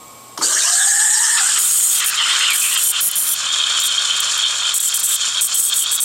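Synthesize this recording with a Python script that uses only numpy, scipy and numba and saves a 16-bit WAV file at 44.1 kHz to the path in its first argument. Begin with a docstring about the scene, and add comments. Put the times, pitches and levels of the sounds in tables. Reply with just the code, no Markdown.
"""A steam wand is opened into a pitcher of milk on an espresso machine in a quiet showroom.
The barely open valve sings and the tip spits condensate; then a jet hisses, sounds the hollow it blows
into the milk as two rising notes, and breaks into collapsing bubbles that ring the steel pitcher.
Whenever the tip reaches the surface it tears air in as a rattle of gulps that ring tiny bubbles.
Room rumble and hum lie beneath; a gain control pushes bubbles and room down under every loud hiss."""
import sys
import numpy as np
from scipy import signal
from scipy.fft import rfft, irfft
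from scipy.io import wavfile
from scipy.ndimage import uniform_filter1d, minimum_filter1d
from numba import njit

SR = 44100
rng = np.random.default_rng(int(sys.argv[2]) if len(sys.argv) > 2 else 0)


def wrap_up_sound(samples):
    """Save the sound to the file named by the first command line argument, as 16-bit audio."""
    columns = np.atleast_2d(samples).T
    # keep every value between -1 and 1, then stretch to whole-number steps
    tamed = np.clip(columns, -1, 1)
    steps = np.round(tamed * 32767).astype(np.int16)
    wavfile.write(sys.argv[1], SR, steps)


N = 266540
TIME = np.arange(N) / SR
OPEN_S = 0.41  # the full flow reaches the tip


def amp(db):
    """Level law: 20 dB is a factor of ten in pressure."""
    return 10 ** (np.asarray(db) / 20)


def unit(x):
    """Normalisation to an rms of 1."""
    return x / np.sqrt(np.mean(x ** 2))


def ramp(start, length):
    """Linear onset: rises from 0 to 1 over `length` seconds."""
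    return np.clip((TIME - start) / length, 0, 1)


def curves(table):
    """Linear interpolation in time of each column of a table."""
    seconds, *columns = np.transpose(table)
    return [np.interp(TIME, seconds, column) for column in columns]


def noise():
    """White noise: equal mean power in every hertz."""
    return rng.standard_normal(N)


def walk(rate):
    """Random modulation: straight lines between `rate` chance values a second; rms 1."""
    knots = rng.standard_normal(N // 10)
    return unit(np.interp(TIME * rate, np.arange(len(knots)), knots))


def flutter(rate, depth_db):
    """Random amplitude modulation: a gain of rms 1 that wavers in decibels."""
    return unit(amp(depth_db * np.clip(walk(rate), -2, 2)))


def collapses(rate, spread_db):
    """Shot noise: sharp pressure spikes of either sign and uneven size, `rate` a second; rms 1."""
    spikes = (rng.random(N) < rate / SR) * amp(spread_db * np.clip(noise(), -2, 2))
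    return unit(spikes * np.sign(noise()))


def rattle(rate, decay, steady):
    """Relaxation after sudden puffs: each dies away exponentially, over a steady part; gain of rms 1."""
    chance = rng.random((N // 10, 2))
    gaps = (.15 + 1.7 * chance[:, 0]) * SR / rate
    at = np.cumsum(gaps).astype(int)
    inside = at < N
    puffs = np.bincount(at[inside], amp(4.7 * chance[inside, 1]), N)
    dying = signal.lfilter([1], [1, -np.exp(-1 / (decay * SR))], puffs)
    return unit(unit(dying) + steady)


def colour(x, points):
    """Minimum-phase filtering: a causal response with the given (Hz, dB) outline; rms 1."""
    hz, db = np.transpose(points)
    grid = np.maximum(np.fft.rfftfreq(2048, 1 / SR), 1)
    outline = amp(np.interp(np.log(grid), np.log(hz), db))
    cepstrum = irfft(np.log(outline))
    # folding the cepstrum onto positive time makes the response causal
    half = len(cepstrum) // 2
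    cepstrum[1:half] *= 2
    cepstrum[half + 1:] = 0
    response = irfft(np.exp(rfft(cepstrum)))
    return unit(signal.fftconvolve(x, response)[:N])


@njit
def svf(x, hz, width):
    """State-variable resonance: a band-pass whose centre and width [Hz] may move."""
    y, band, low = np.empty(len(x)), 0., 0.
    for i in range(len(x)):
        g, k = np.tan(np.pi * hz[i] / SR), width[i] / hz[i]
        v = (band + g * (x[i] - low)) / (1 + g * (g + k))
        band, low, y[i] = 2 * v - band, low + 2 * g * v, k * v
    return y


def resonate(x, hz, width):
    """Cascaded resonance: two equal band-passes in series give steep skirts; rms 1."""
    hz, width = np.clip(hz, 20, .45 * SR) * np.ones(N), width * np.ones(N)
    return unit(svf(svf(x, hz, width), hz, width))


def jet():
    """Jet noise: the turbulent flow hisses, throws drops, sounds the hollow and faintly rings the pitcher."""
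    # the open jet, which drowns as the tip sinks: (time [s], hiss level [dB], splatter level [dB])
    jet_levels = [(.42, -12, -19.5), (.62, -15, -15), (.85, -5, -15.5), (1.1, -3, -14.5), (1.3, -8.5, -15),
                  (1.6, -14.5, -24), (1.85, -8, -25), (2.0, -18.5, -19), (2.1, -37, -46),
                  (2.32, -21.5, -25), (2.5, -20.5, -51), (2.65, -20, -40), (3.0, -28.5, -30),
                  (3.4, -35, -42)]
    # outline of the hiss: (frequency [Hz], spectral level [dB per Hz])
    hiss_outline = [(700, -51), (2300, -19.5), (4500, -25.5), (6300, -19.5), (6750, 2), (8400, 6.5),
                    (9000, 0.5), (9500, -6), (10800, -12.5), (12000, -11.5), (14200, -29), (16000, -52)]
    ring_db = -26  # ring of the pitcher relative to the hiss
    flat, settle_s = 0.166, 0.294  # share by which the eddies start flat, time constant of their rise
    hiss_db, splatter_db = curves(jet_levels)
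    hiss = colour(collapses(rate=16000, spread_db=-2.0), hiss_outline)
    # eddies shed at the holes of the tip sing faintly, rising as the jet gathers speed
    speed = 1 - flat * np.exp(-np.maximum(TIME - OPEN_S, 0) / settle_s)
    eddies = 0
    for hz in (6850, 7400, 7950, 8500):
        song = resonate(noise(), hz * speed * (1 + .025 * walk(30)), 330)
        eddies = eddies + song * flutter(rate=40, depth_db=3)
    hiss = unit(hiss + .75 * unit(eddies)) * rattle(rate=330, decay=.002, steady=1.3)
    splatter = pockets(splash(collapses(rate=7000, spread_db=2.5)), drift=.05, depth_db=3)
    blown = hiss + hollow() + amp(ring_db) * pitcher(noise())
    return ramp(OPEN_S, 0.03) * (amp(hiss_db) * blown + amp(splatter_db) * splatter)


def hollow():
    """Cavity resonance: the jet blows across the hollow it digs; two notes rise until the walls cave in."""
    # notes around the tip: (first frequency [Hz], rise in the first second [Hz], width [Hz],
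    # level relative to the hiss once fully singing [dB], change on caving in [dB])
    hollow_notes = [(344, 606, 83, -20, -3), (1435, 362, 200, -10.5, 3.5)]
    dig_power, dig_s = 0.42, 0.38  # digs fast, then ever more slowly; time until it sings fully
    cave_s, cave_sag, recovery_s = 1.39, 0.24, 0.16  # caves in and sings flatter for a moment
    closing_s = 1.502  # the hollow starts to close
    depth = np.maximum(TIME - OPEN_S, 0) ** dig_power
    caved = ramp(cave_s, 0.027)
    # the walls sag at once, then the pitch recovers
    sag = cave_sag * caved * np.exp(-np.maximum(TIME - cave_s, 0) / recovery_s)
    notes = 0
    for first_hz, rise_hz, width, db, caved_db in hollow_notes:
        hz = (first_hz + rise_hz * depth) * (1 - sag) * (1 + 0.015 * walk(30.07))
        note = resonate(noise(), hz, width) * flutter(rate=22, depth_db=1.5)
        notes = notes + amp(db + caved_db * caved) * note
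    return notes * (.5 + .5 * ramp(OPEN_S, dig_s)) * (1 - ramp(closing_s, 0.05))


def splash(x):
    """Impact noise: the colour of drops thrown against milk and steel."""
    # outline of the splatter: (frequency [Hz], spectral level [dB per Hz])
    splatter_outline = [(150, -33.5), (600, -5), (1200, 0), (2000, -9), (2500, -16), (3100, 4), (4000, 0.5),
                        (5200, 8), (6000, 5.5), (8000, 1)]
    # drops thrown inside the pitcher lose their finest treble
    top = signal.butter(3, 10500, fs=SR, output="sos")
    return unit(signal.sosfilt(top, colour(x, splatter_outline)))


def tearing():
    """Air entrainment: millisecond gulps rip in air and ring tiny bubbles. Also returns when it happens."""
    # the tip at the surface: (start [s], end [s], tearing level before the lift of the rip [dB],
    # pitch of the new foam bubbles [Hz])
    tears = [(1.585, 2, -15.5, 8850), (2.043, 2.051, -24, 9300), (2.059, 2.102, -13, 9030),
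             (2.529, 2.752, -21, 8480), (2.772, 2.835, -20, 8170), (2.829, 2.917, -13.5, 8670),
             (3.006, 3.089, -9, 9930), (3.111, 3.117, -12.5, 9400), (3.154, 3.342, -15.5, 9480),
             (3.798, 3.826, -26.5, 7300), (3.832, 3.877, -24, 8660), (4.201, 4.208, -19, 7630),
             (4.739, 4.785, -19, 7900), (4.8, 4.894, -22.5, 7660), (4.94, 4.977, -18.5, 8120),
             (4.991, 5.007, -21.5, 8330), (5.029, 5.163, -21, 7940), (5.409, 5.474, -16, 8300),
             (5.542, 5.7, -16.5, 8100), (5.737, 5.84, -21, 8070), (5.911, 5.964, -18, 8000),
             (6.001, 6.05, -14.5, 8200)]
    # single drops snapping at the tip: (time [s], level before the lift of the rip [dB])
    drop_snaps = [(2.158, -24), (2.197, -37), (2.392, -20), (2.505, -17), (2.517, -19), (4.171, -29),
                  (4.379, -24), (4.92, -31)]
    # outline of the rip before its pitch filter: (frequency [Hz], spectral level [dB per Hz])
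    tear_outline = [(150, -26), (500, -7), (1500, -37), (4700, -4), (5800, 2.5), (7000, 8.5), (9500, 6),
                    (11000, 3.5), (12500, 4), (13300, -13), (16000, -14)]
    # outline of the finest spray: (frequency [Hz], spectral level [dB per Hz])
    spray_outline = [(11000, -17), (13500, 2.5), (14800, -11.5), (16000, 0)]
    attack_s, release_s = 0.0029, 0.0034
    sputter_db, sputter_s = -15.5, 0.024  # foam crackles on after a tear: level relative to it, decay
    foam_hz, foam_db, foam_db_per_octave = 7900, 3.5, -20  # finer bubbles ring less
    rip_db, spray_db = 3, -0.5
    gain, surfaced = np.zeros((2, N))
    pitch_hz = np.full(N, float(foam_hz))
    for start, end, db, hz in tears:
        # the surface breaks fast and closes over a few milliseconds, beginning just before the end
        after = np.maximum(TIME - end + .002, 0)
        closing = np.exp(-after / release_s)
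        sputter = amp(sputter_db) * np.exp(-after / sputter_s)
        gate = ramp(start, attack_s) * np.maximum(closing, sputter)
        gain = np.maximum(gain, amp(db) * gate)
        surfaced = np.maximum(surfaced, gate)
        pitch_hz[TIME >= start] = hz
    snaps = sum(amp(db) * (TIME >= s) * np.exp(-np.abs(TIME - s) / 0.0031) for s, db in drop_snaps)
    gulps = rattle(rate=310, decay=0.0046, steady=0.18)
    gulps = uniform_filter1d(gulps, size=32) * flutter(rate=35, depth_db=1.6)
    # finer foam moves the whole rip upwards
    rip = svf(colour(gulps * noise(), tear_outline), 1.25 * pitch_hz, np.full(N, 8000.))
    rip = wall_echo(rip, lag=0.000715, share=0.5)
    spray = amp(spray_db) * colour(gulps * noise(), spray_outline)
    ring = resonate(gulps * noise(), pitch_hz * (1 + 0.018 * walk(120)), 1000)
    foam = amp(foam_db + foam_db_per_octave * np.log2(pitch_hz / foam_hz)) * ring
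    return amp(rip_db) * (gain + snaps) * rip + gain * (spray + foam), surfaced


def wall_echo(x, lag, share):
    """Comb filtering: the steel wall reflects the sound; the lag drifts as the pitcher is moved."""
    drift = 1 + .04 * walk(3)
    return unit(x + share * np.interp(TIME - lag * drift, TIME, x))


def boil():
    """Bubble collapse: clusters of big bubbles roll and churn, small ones fizz, and the pitcher rings."""
    # bubbles under the milk: (time [s], base level [dB], share rolling up as big pockets [0-1])
    boil_levels = [(1.4, -24, 1), (1.55, -26.5, 0.85), (1.66, -28, 0.27), (1.9, -29, 0.34),
                   (2.03, -21.5, 0.68), (2.11, -23, .95), (2.24, -22, 0.9), (2.52, -18.5, 0.57),
                   (2.6, -29.5, 0.14), (2.76, -24.5, 0.6), (2.87, -29, 0.08), (3.15, -27, 0.15),
                   (3.38, -30.5, 0.06), (3.6, -26, 0), (4.68, -27.5, 0.03), (4.85, -32.5, 0.2),
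                   (5.3, -30, 0), (6.04, -31.5, 0)]
    # short swells and dips of the collapsing bubbles: (middle [s], length [s], change in level [dB])
    swells_and_dips = [(1.376, 0.048, 18), (1.576, 0.041, 5.5), (1.735, 0.076, -2), (2.66, .06, 4.5),
                       (2.964, 0.11, 4), (3.784, 0.036, 2.5), (4.934, 0.033, 0), (5.129, .05, 5.5),
                       (5.26, 0.077, 0.5), (5.392, 0.07, 4), (5.725, 0.065, 3), (5.906, .07, 0.5)]
    # outlines of big pockets, churning and small bubbles: (frequency [Hz], spectral level [dB per Hz])
    roll_outline = [(200, -55), (600, -22), (870, -1.5), (1070, 1.5), (1500, 5), (1950, 2.5), (2650, 5),
                    (3100, 0), (4200, -1), (5300, 2), (6200, -50), (9000, -33)]
    churn_outline = [(200, -28), (600, -9), (900, -8.5), (1060, 3), (1400, 6.5), (1700, 3), (2000, -7),
                     (2550, 5.5), (2900, -3.5), (4200, 0.5), (5000, -14), (8000, -39)]
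    fizz_outline = [(2500, -27), (4400, -1.5), (4850, -7.5), (5300, -2), (6300, -4.5), (7150, 4),
                    (8000, -6), (9200, -8), (9800, -15), (11200, -22.5), (13000, -32), (16000, -59)]
    start_s, attack_s = 1.354, 0.063
    ring_db, damped_db = 7.5, -10  # ring relative to the bubbles; big pockets cushion it
    fizz_mid_db, fizz_follows = -23, 0.2  # fizz level, and the share of the level swings it follows
    muffle_s, muffle_db = 4.7, -1  # from here a cap of foam muffles the churning
    level_db, rolling = curves(boil_levels)
    for s, length, db in swells_and_dips:
        level_db = level_db + db * np.exp(-(2 * (TIME - s) / length) ** 2)
    roll = pockets(colour(collapses(rate=5000, spread_db=0.5), roll_outline), drift=0.042, depth_db=3.0)
    churn = colour(collapses(rate=4000, spread_db=2.5), churn_outline)
    body = amp(2.5) * np.sqrt(rolling) * roll + np.sqrt(1 - rolling) * churn
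    body = body * rattle(rate=150, decay=0.0092, steady=0.73)
    fizz = colour(collapses(rate=9000, spread_db=2.5), fizz_outline)
    fizz = fizz * rattle(rate=200, decay=0.0066, steady=0.5) * flutter(rate=30, depth_db=1.6)
    # clusters of collapses strike the steel
    clusters = rattle(rate=120, decay=0.0034, steady=1.0) * flutter(rate=18, depth_db=2.0)
    ring = pitcher(clusters * collapses(rate=3000, spread_db=1))
    ring = amp(ring_db + damped_db * rolling) * ring
    fizz_db = fizz_mid_db + fizz_follows * (level_db - np.median(level_db))
    muffle = amp(muffle_db * ramp(muffle_s, 0.27))
    return ramp(start_s, attack_s) * (amp(level_db) * (muffle * body + ring) + amp(fizz_db) * fizz)


def pockets(x, drift, depth_db):
    """Volume resonance: steam pockets form and change size, so their notes slide and come and go."""
    out = 0
    for k, hz in enumerate(np.geomspace(1300, 8500, 11)):
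        centre = hz * np.exp(drift * walk(35))
        sign = (-1) ** k
        out = out + sign * flutter(rate=45, depth_db=depth_db) * svf(x, centre, 6 * np.sqrt(centre))
    return unit(unit(out) + 0.43 * x)


def pitcher(x):
    """Modal resonance: the modes of the filled pitcher, wandering a little as the milk swirls."""
    # pitcher with milk: (frequency [Hz], width [Hz], level relative to the other modes [dB])
    modes = [(3185, 232, 3.5), (3492, 255, 0.5), (4286, 103, -9), (7460, 640, -39.5)]
    rise_per_s, listed_at_s = 0.013, 3.35  # the ring creeps up as the milk foams, through its listed pitch
    stretch = 1 + rise_per_s * (TIME - listed_at_s) + .01 * walk(12) + .017 * walk(110)
    return unit(sum(amp(db) * resonate(x, hz * stretch, width) for hz, width, db in modes))


def gurgles():
    """Volume resonance: a big steam pocket rings higher as it shrinks and lower as it swells."""
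    # pockets in the milk: (start [s], end [s], first frequency [Hz], last frequency [Hz], level [dB])
    big_pockets = [(0.421, 0.475, 4530, 4700, -19), (.556, 0.596, 1550, 1960, -19),
                   (0.612, .71, 2200, 3340, -25), (0.638, 0.702, 970, 1240, -25),
                   (.59, .76, 5360, 6160, -23), (0.72, .744, 4370, 3650, -21.5),
                   (0.79, .863, 3760, 3460, -19.5), (2.17, 2.274, 3160, 2800, -16),
                   (2.405, 2.505, 2770, 3040, -14), (2.484, 2.547, 2620, 2180, -16),
                   (2.613, 2.709, 2550, 2570, -21), (2.708, 2.803, 2950, 2710, -23),
                   (2.923, 2.995, 2940, 2730, -22)]
    out = np.zeros(N)
    for start, end, first_hz, last_hz, db in big_pockets:
        span = slice(int(start * SR), int(end * SR))
        age = np.linspace(0, 1, len(out[span]))
        hz = first_hz + (last_hz - first_hz) * age
        width = 6 * np.sqrt(hz)
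        ring = unit(svf(svf(noise()[span], hz, width), hz, width))
        out[span] += amp(db) * np.sqrt(np.abs(np.sin(np.pi * age))) * ring
    return out


def spits():
    """Transient resonance: each plug of water bursts out with a hollow note and a spray."""
    # plugs of condensate leaving the tip: (time [s], level [dB], decay [s], hollow note [Hz],
    # hiss relative to the note [dB])
    plugs = [(0.375, -17.5, 0.0066, 1000, -2.5), (0.387, -30, 0.073, 322, -1.5),
             (0.41, -19.5, 0.022, 1090, -24), (0.418, -33, 0.12, 378, -8)]
    out, spray = 0, splash(noise())
    for s, db, decay, hz, hiss_db in plugs:
        age = np.maximum(TIME - s, 0)
        burst = (1 - np.exp(-age / 0.0015)) * np.exp(-age / decay)
        note = resonate(noise(), hz, 0.59 * hz)
        out = out + amp(db) * burst * (note + amp(hiss_db) * spray)
    return out


def valve():
    """Flow-excited resonance: steam seeping through the barely open valve sings until the full flow."""
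    # the singing valve: (frequency [Hz], width [Hz], rms level [dB])
    valve_notes = [(1050, 46, -56), (1230, 52, -54), (2286, 36, -57), (7620, 240, -48.5), (8640, 380, -52),
                   (12950, 300, -66), (13610, 110, -60)]
    # outline of the seeping steam: (frequency [Hz], spectral level [dB per Hz])
    seep_outline = [(100, 0), (250, 3.5), (900, 3), (1300, -1), (1600, -9.5), (3200, -5), (8500, -6),
                    (11500, -10.5), (14000, -6), (16000, -31)]
    song = sum(amp(db) * resonate(noise(), hz, width) for hz, width, db in valve_notes)
    tone = amp(-43) * np.sin(2 * np.pi * np.cumsum(1093 + 3 * walk(56)) / SR)
    seep = amp(-43) * colour(noise(), seep_outline)
    return (song + tone + seep) * (1 - ramp(OPEN_S, 0.037))


def room(x, t60, wet_db):
    """Reverberation: scattered echoes from counter, machines and walls decay by 60 dB in `t60` seconds."""
    t = TIME[:SR // 2]
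    tail = rng.standard_normal(len(t)) * amp(-60 * t / t60) * (t > .002)
    tail = signal.sosfilt(signal.butter(2, 6000, fs=SR, output="sos"), tail)
    tail = tail / np.sqrt(np.sum(tail ** 2))
    return x + amp(wet_db) * signal.fftconvolve(x, tail)[:N]


def background():
    """Ambient noise: soft broadband rumble of the room and mains hum of the machines."""
    # outline of the rumble: (frequency [Hz], spectral level [dB per Hz])
    room_outline = [(20, -12), (50, 3), (90, 5.5), (190, -16), (240, 10.5), (320, -13), (420, -7.5),
                    (700, 8), (1500, -10), (6000, -45)]
    rumble_db, hum_db = -55, -56
    hum = np.sin(2 * np.pi * 120 * TIME) * flutter(rate=6, depth_db=1.5)
    return amp(rumble_db) * colour(noise(), room_outline) + amp(hum_db) * hum


@njit
def follow(x, attack, release):
    """Envelope detection: level of a signal, rising fast and falling slowly (times in s)."""
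    out, level = np.empty(len(x)), 1e-9
    for i in range(len(x)):
        level += (abs(x[i]) - level) / (SR * (attack if abs(x[i]) > level else release))
        out[i] = level
    return out


def scene():
    """Superposition: the steam divides between jet, bubbles and torn air, heard in the room."""
    tear, surfaced = tearing()
    # with the tip at the surface, less steam collapses under the milk
    submerged = amp(-1.5 * surfaced)
    wand = valve() + spits() + gurgles() + jet() + submerged * boil() + tear
    # a small pitcher radiates hardly any bass
    wand = signal.sosfilt(signal.butter(2, 130, "high", fs=SR, output="sos"), wand)
    return (room(wand, t60=0.11, wet_db=-23) + background())[None]


def record(dry):
    """Dynamic compression: loud passages are turned down, a fast limiter holds peaks, the top is cut."""
    threshold_db, ratio, attack_s, release_s = -11.5, 3.15, 0.0012, 0.051
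    ceiling, top_hz = .6, 15850
    over = np.maximum(follow(dry[0], attack_s, release_s) / amp(threshold_db), 1)
    held = dry * over ** (1 / ratio - 1)
    gain = minimum_filter1d(ceiling / np.maximum(np.abs(held), ceiling), size=200)
    limited = held * uniform_filter1d(gain, size=200)
    return signal.sosfilt(signal.ellip(10, .2, 80, top_hz, fs=SR, output="sos"), limited)


dry = scene()
out = record(dry)
wrap_up_sound(out)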